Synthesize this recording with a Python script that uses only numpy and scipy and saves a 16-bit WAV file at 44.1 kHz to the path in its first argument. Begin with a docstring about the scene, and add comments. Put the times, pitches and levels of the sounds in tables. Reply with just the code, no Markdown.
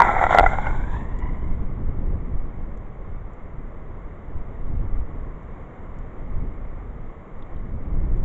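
"""Cold liquid flash-boiling in a can

A very cold liquid flash-boils on hot water in an open metal can on a lawn. Vapour bursts and seething ring three
gas modes, which dip and then rise as the cold heavy vapour warms and clears; splashing and spray add noise.
A few drops and fingers tick as short noise puffs. Wind buffets the microphone as lumpy low noise over a far,
nearly steady rush of coloured noise. The loudest bursts overload the small recorder and are cut flat."""
import sys
import numpy as np
from scipy import signal
from scipy.fft import rfft, irfft, next_fast_len
from scipy.io import wavfile
from scipy.ndimage import map_coordinates

SR = 44100
rng = np.random.default_rng(int(sys.argv[2]) if len(sys.argv) > 2 else 0)


def bounce(signal):
    """Save signal as a 16-bit WAV file at the path given by the first command-line argument."""
    frames = np.transpose(np.atleast_2d(signal))
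    limited = np.clip(frames, -1, 1)
    pcm = np.round(limited * 32767).astype(np.int16)
    wavfile.write(sys.argv[1], SR, pcm)


N = 363428

# Boiling. Each row: time in seconds, seething drive in dB, spray in dB.
BOIL_LEVELS = [(0, -15.5, -31.5), (.05, -16.5, -32), (.16, -23, -35), (.24, -17.5, -31), (.28, -29, -39),
               (.31, -22, -24), (.39, -17, -30.5), (.44, -23.5, -35.5), (.66, -32, -39), (.89, -37, -48.5),
               (.94, -36, -40), (1.05, -42, -52), (1.25, -43, -56.5), (1.55, -49.5, -59.5),
               (2.1, -105, -115)]
# Gas in the can. Each row: time in seconds, lowest mode in Hz, second mode in Hz; both before the swirl.
GAS_MODES = [(0, 970, 1387), (.12, 785, 1344), (.45, 742, 1385), (.8, 894, 1508), (1.0, 975, 1778),
             (1.25, 990, 1957), (1.9, 1160, 2274)]
THIRD_OVER_SECOND = 1.459  # frequency ratio of the modes
SWIRL_SHARE = 0.0087  # swirling vapour wavers the modes by about this share
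# The three modes, lowest first. Each row: width in Hz, gain for the seething in dB, gain for a burst in dB.
MODE_RINGS = [(130, -19, 5), (108, -24, -5), (100.7, -29.5, -8.5)]
# Vapour bursts. Each row: start in seconds, strength in dB, upper modes over it in dB, crack over it in dB,
# nominal length in ms.
BIG_BURSTS = [(0.0022, -2, -1.5, 1.5, 0.67), (0.0184, -1.7, 0, 11, 0.71), (0.0485, -13, -4, 6, .8),
              (0.0666, -11.5, -7, 0, 0.55), (0.092, -13.5, -4.5, 6, .6), (0.165, -8.5, -7, 1, 2.1),
              (0.192, -15, 0, 7, .7), (0.2125, -6.5, -6.5, 1.5, 1.3), (0.2275, -9.5, -1, 1, 1.1),
              (0.2388, -5.5, 2.5, 18, 0.92), (0.2654, -9.5, 2.5, 6, 1.7), (0.3075, -7.5, -1.5, 9, 1.8),
              (0.326, -12.5, 5, 12, .9), (0.3469, -2.8, -0.5, 3, 0.93), (0.3566, -8.5, -5, 11.5, .6),
              (0.3735, -10, 5, 20.5, 1.1), (0.3848, 0, 4, 19, 1.2), (0.3951, -1, 0, 18, 0.68),
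              (0.4078, -6.5, -5, -1.5, .4), (0.4292, -4, -8.5, 4.5, 3.4), (0.4395, -5, -7.5, 1.5, 1.1),
              (0.461, -5, 7, 10.5, 2.4), (0.511, -21.5, 0.5, 12, 1.1), (0.535, -27, 5.5, 28.5, 4.1),
              (0.594, -28, 0, 11, 1.7), (0.6667, -17.5, 7, 23.5, 3.2), (0.7084, -29, 7, 10, 0.63),
              (0.838, -32, 7.5, 9, 2), (0.9238, -27, -13, 6, 4), (0.94, -22, -5, 4, 5),
              (0.9656, -27.5, -2.2, 13, 1.5), (1.2222, -30.5, -2, 1, 1.8)]
# Small bursts at random: strength over the seething, spread of strength and of upper modes, crack over strength.
SMALL_COUNT, SMALL_UNTIL_S, SMALL_MS = 40, .8, 0.68
SMALL_DB, SMALL_SPREAD_DB, SMALL_CRACK_DB = -1.9, 4, 8
CRACK_LENGTH_RATIO = 1.7  # over the burst length
WASH_DB, WASH_LENGTH_RATIO = 14, 1.9  # burst noise between the modes: over burst strength, over burst length
# Splashing heard straight from the rim. Each row: time in seconds, drive over the seething in dB.
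FROTH_LEVELS = [(0, 4.5), (.3, 9.5), (.6, 3), (1.5, -1.5)]
# Splash filter. Each row: frequency in Hz, gain in dB.
SPLASH_GAINS = [(150, -34), (300, -20), (500, -8.5), (1050, 7), (1250, -5.5), (1750, -3.5), (2300, -1),
                (2600, -20)]
# Coarse spray spectrum. Each row: frequency in Hz, relative density in dB per Hz.
FIZZ_SPECTRUM = [(2200, -38.5), (2900, -9), (3500, 2.5), (4300, 0.5), (4800, -21)]
# Fine spray spectrum. Each row: frequency in Hz, relative density in dB per Hz.
MIST_SPECTRUM = [(4300, -18.5), (5200, -1.5), (6200, -2), (7200, 1.5), (8300, 0.5)]
MIST_DB = 4  # over the coarse spray
# Ticks. Each row: start in seconds, mid click in dB, top click in dB (both before the bands), length in ms.
TICK_EVENTS = [(1.1885, -7, 2.5, 4.5), (2.774, -26, -5.5, 2.5), (3.3348, -30, -11, 2.7),
               (5.4288, -25, -12, 2.2), (5.9868, -16, -5, 3.2), (7.424, -1, -27, 3.6),
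               (7.5655, -7, -23.5, 4), (8.1693, -14, -16.5, 2.5)]
# Wind. Each row: time in seconds, strength in dB.
WIND_STRENGTH = [(0, -29), (.5, -23.5), (1.1, -26), (1.4, -26), (2.1, -23), (2.45, -30), (2.8, -34),
                 (3.1, -34), (3.35, -36.5), (3.7, -34.5), (4.0, -39), (4.3, -30.5), (4.47, -36), (4.7, -25),
                 (5.1, -31), (5.8, -38.5), (6.15, -34.5), (6.25, -30), (6.42, -28), (6.6, -34), (6.8, -34),
                 (7.37, -42), (7.6, -30.5), (7.75, -30.5), (8.0, -24.5), (8.24, -22)]
# Buffet spectrum. Each row: frequency in Hz, relative density in dB per Hz.
BUFFET_SPECTRUM = [(4.7, -36), (8.0, 4.5), (28, 2.5), (150, -23), (200, -50), (330, -120)]
# Flutter spectrum. Each row: frequency in Hz, relative density in dB per Hz.
FLUTTER_SPECTRUM = [(40, -7), (70, 2), (110, -3.5), (170, -6.5), (300, -13.5), (600, -28), (1000, -36)]
BUFFET_DB, FLUTTER_DB, GUSTY_DB = 4, -6.5, 2.9  # the first two over the wind; the last swings it quickly
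FLUTTER_DB_PER_DB, CALM_DB = 0.98, -29  # flutter growth with wind strength, reckoned from a calm level
# Far rush spectrum. Each row: frequency in Hz, relative density in dB per Hz.
FAR_SPECTRUM = [(60, -23), (100, -5.5), (180, -7), (300, -12), (460, -9.5), (870, -17.5), (1120, -15),
                (1580, -26.5), (2070, -24), (3000, -28), (8300, -27.5)]
FAR_DB = -43
# Slow swell of the far rush. Each row: time in seconds, level change in dB.
FAR_SWAY = [(0, 1.5), (3, -0.65), (5.7, 1.1), (8.24, -0.6)]
# Microphone in its housing. Each row: frequency in Hz, gain in dB.
MIC_GAINS = [(1, -0.5), (2150, -0.5), (2500, -13.5), (3050, -14.5), (3300, -16), (3750, -20.5), (4050, -32),
             (5100, -37), (6200, -30), (7400, -26), (7800, -34.5), (8200, -63.5)]
TOP_HZ = 16000  # recorder's upper limit


def amp(db):
    """Gain of a level in dB."""
    return 10 ** (np.asarray(db) / 20)


def unit(x):
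    """x at rms 1."""
    return x / np.sqrt(np.mean(x ** 2) + 1e-20)


def curves(rows):
    """One value per sample for each column after the time."""
    knots_s, *columns = np.transpose(rows)
    time_s = np.arange(N) / SR
    return [np.interp(time_s, knots_s, column) for column in columns]


def wobble(rate_hz):
    """A smooth random curve with rate_hz knots a second."""
    knots = rng.standard_normal(int(N * rate_hz / SR) + 4)
    return map_coordinates(knots, [np.arange(N) * rate_hz / SR])


def filtered(x, response):
    """x times a response of frequency in Hz."""
    size = next_fast_len(N + 8192)
    spectrum = rfft(x, size) * response(np.fft.rfftfreq(size, 1 / SR))
    return irfft(spectrum, size)[..., :N]


def coloured(x, points):
    """x through (Hz, dB) points on a log frequency axis, -120 dB outside them."""
    points_hz, points_db = np.transpose(points)

    def response(hz):
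        return amp(np.interp(np.log(hz + 1), np.log(points_hz + 1), points_db, -120, -120))

    return filtered(x, response)


def noise(points):
    """Coloured noise of rms 1."""
    return unit(coloured(rng.standard_normal(N), points))


def band(x, low_hz, high_hz):
    """Causal band-pass."""
    return signal.sosfilt(signal.butter(2, [low_hz, high_hz], "band", fs=SR, output="sos"), x)


def puffs(times_s, levels_db, lengths_ms):
    """Noise puffs, each decaying exponentially over its length, of energy 1 before their level."""
    out, t = np.zeros(N + SR), np.arange(SR // 20) / SR
    draws = rng.standard_normal((len(times_s), len(t)))
    for start_s, db, ms, draw in zip(times_s, levels_db, lengths_ms, draws):
        puff = draw * np.exp(-1000 * t / max(ms, .1))
        out[round(start_s * SR):][:len(t)] += amp(db) * puff / np.linalg.norm(puff)
    return out[:N]


def boiling():
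    """Bursts and lumpy seething drive three gas modes; splash, wash, cracks and spray add noise."""
    seethe_db, spray_db = curves(BOIL_LEVELS)
    seethe_gain = amp(seethe_db)
    lumps = amp(2.1 * wobble(70.4) + 1.5 * wobble(15.08))  # bubbles break in clumps
    seethe = seethe_gain * unit(lumps * rng.standard_normal(N))
    burst_rows = bursts(seethe_db)
    return (splashing(seethe_db, lumps) + gas_modes(seethe, burst_rows)
            + burst_noise(burst_rows) + spray(spray_db))


def bursts(seethe_db):
    """Columns of the big bursts plus random small ones whose strength follows the seething."""
    when, size = rng.random(SMALL_COUNT), rng.standard_normal((SMALL_COUNT, 2))
    start_s = SMALL_UNTIL_S * when ** 1.5  # denser early
    strength_db = seethe_db[(start_s * SR).astype(int)] + SMALL_DB + SMALL_SPREAD_DB * size[:, 0]
    upper_db = SMALL_SPREAD_DB * size[:, 1]
    crack_and_length = np.tile([SMALL_CRACK_DB, SMALL_MS], (SMALL_COUNT, 1))
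    small = np.c_[start_s, strength_db, upper_db, crack_and_length]
    return np.r_[BIG_BURSTS, small].T


def gas_modes(seethe, burst_rows):
    """Three resonances of the gas in the can waver with the swirl and ring to seething and bursts."""
    start_s, strength_db, upper_db, _, length_ms = burst_rows
    swirl = 1 + SWIRL_SHARE * np.array([wobble(25.05), wobble(25)])
    low_hz, second_hz = curves(GAS_MODES) * swirl
    modes_hz = [low_hz, second_hz, THIRD_OVER_SECOND * second_hz]
    out = np.zeros(N)
    for hz, (width_hz, ring_db, burst_db), extra_db in zip(modes_hz, MODE_RINGS, [0, upper_db, upper_db]):
        swell = swells(start_s, strength_db + extra_db + burst_db, length_ms, hz)
        out += mode(amp(ring_db) * seethe, swell, hz, width_hz)
    return out


def mode(x, swell, hz, width_hz):
    """A resonance on a moving pitch, driven by noise x and by swells at its pitch; area 1 rings at height 1."""
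    turn = np.exp(2j * np.pi * np.cumsum(hz) / SR)
    pole = np.exp(-np.pi * width_hz / SR)
    return np.imag(turn * signal.lfilter([1], [1, -pole], x / turn + swell))


def swells(times_s, levels_db, lengths_ms, hz):
    """Each burst's push on one mode: rises, dies, area 1 before its level, outward first with slight scatter."""
    out, t = np.zeros(N + SR, complex), np.arange(SR // 20) / SR
    phase_turns = np.cumsum(hz)[(times_s * SR).astype(int)] / SR
    phase_turns = phase_turns + 0.11 * rng.standard_normal(len(times_s))
    for start_s, db, ms, turns in zip(times_s, levels_db, lengths_ms, phase_turns):
        push = t * np.exp(-1000 * t / max(ms / 2, .05))
        out[round(start_s * SR):][:len(t)] += amp(db) * np.exp(-2j * np.pi * turns) * push / push.sum()
    return out[:N]


def burst_noise(burst_rows):
    """Each burst's turbulent noise: a wash between the modes and a higher, shorter crack."""
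    start_s, strength_db, _, crack_db, length_ms = burst_rows
    wash = puffs(start_s, strength_db + WASH_DB, WASH_LENGTH_RATIO * length_ms)
    crack = puffs(start_s, strength_db + crack_db, CRACK_LENGTH_RATIO * length_ms)
    return band(wash, 280, 1500) + band(crack, 2900, 5300)


def splashing(seethe_db, lumps):
    """Froth splashes in the seething's clumps with sudden droplets, heard straight from the rim."""
    froth_db, = curves(FROTH_LEVELS)
    droplets = 0.8 + spatter(320, 2.7, 1.3)
    splash = amp(seethe_db + froth_db) * unit(lumps * droplets * rng.standard_normal(N))
    return coloured(splash, SPLASH_GAINS)


def spray(spray_db):
    """Coarse and fine spray fizz above the rim under one droplet envelope."""
    coarse = noise(FIZZ_SPECTRUM) * amp(1.5 * wobble(33))
    fine = amp(MIST_DB + 1.5 * wobble(21)) * noise(MIST_SPECTRUM)
    return amp(spray_db) * unit(2 + spatter(400, 2.5, 5.3)) * (coarse + fine)


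def spatter(rate_hz, spread_db, life_ms):
    """An envelope of droplets: sudden starts of very unequal size, each dying fast; rms 1."""
    starts = (rng.random(N) < rate_hz / SR) * amp(spread_db * rng.exponential(size=N))
    return unit(signal.lfilter([1], [1, -np.exp(-1000 / (life_ms * SR))], starts))


def ticks():
    """Small dry contacts of drops and fingers: a mid click and a thin top click."""
    start_s, mid_db, top_db, length_ms = np.transpose(TICK_EVENTS)
    mid = band(puffs(start_s, mid_db, length_ms), 3160, 4300)
    top = band(puffs(start_s, top_db, length_ms), 4800, 9400)
    return mid + top


def wind():
    """Eddies press on the diaphragm in lumps: deep buffets and a faster flutter that share gusts."""
    strength_db, = curves(WIND_STRENGTH)
    gusts_db, eddies = GUSTY_DB * wobble(11), wobble(16)
    buffet_lumps = amp(gusts_db + 0.53 * eddies)
    buffet = amp(strength_db + BUFFET_DB) * unit(buffet_lumps * noise(BUFFET_SPECTRUM))
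    flutter_db = CALM_DB + FLUTTER_DB_PER_DB * (strength_db - CALM_DB) + FLUTTER_DB
    flutter_lumps = amp(0.16 * gusts_db + 0.53 * eddies + 1.9 * wobble(40))
    flutter = amp(flutter_db) * unit(flutter_lumps * noise(FLUTTER_SPECTRUM))
    return buffet + flutter


def far_rush():
    """Coloured noise from afar, swelling slowly with a slight quick waver."""
    sway_db, = curves(FAR_SWAY)
    return amp(FAR_DB + sway_db + 0.39 * wobble(25)) * noise(FAR_SPECTRUM)


def scene():
    """Can, ticks, wind and far rush at one microphone."""
    return (boiling() + ticks() + wind() + far_rush())[None]


def record(dry):
    """The housing dulls the treble; peaks over full scale are cut flat; the band ends at TOP_HZ."""
    flat = np.clip(coloured(dry, MIC_GAINS), -1, 1)
    return filtered(flat, lambda hz: hz < TOP_HZ)


dry = scene()
out = record(dry)
bounce(out)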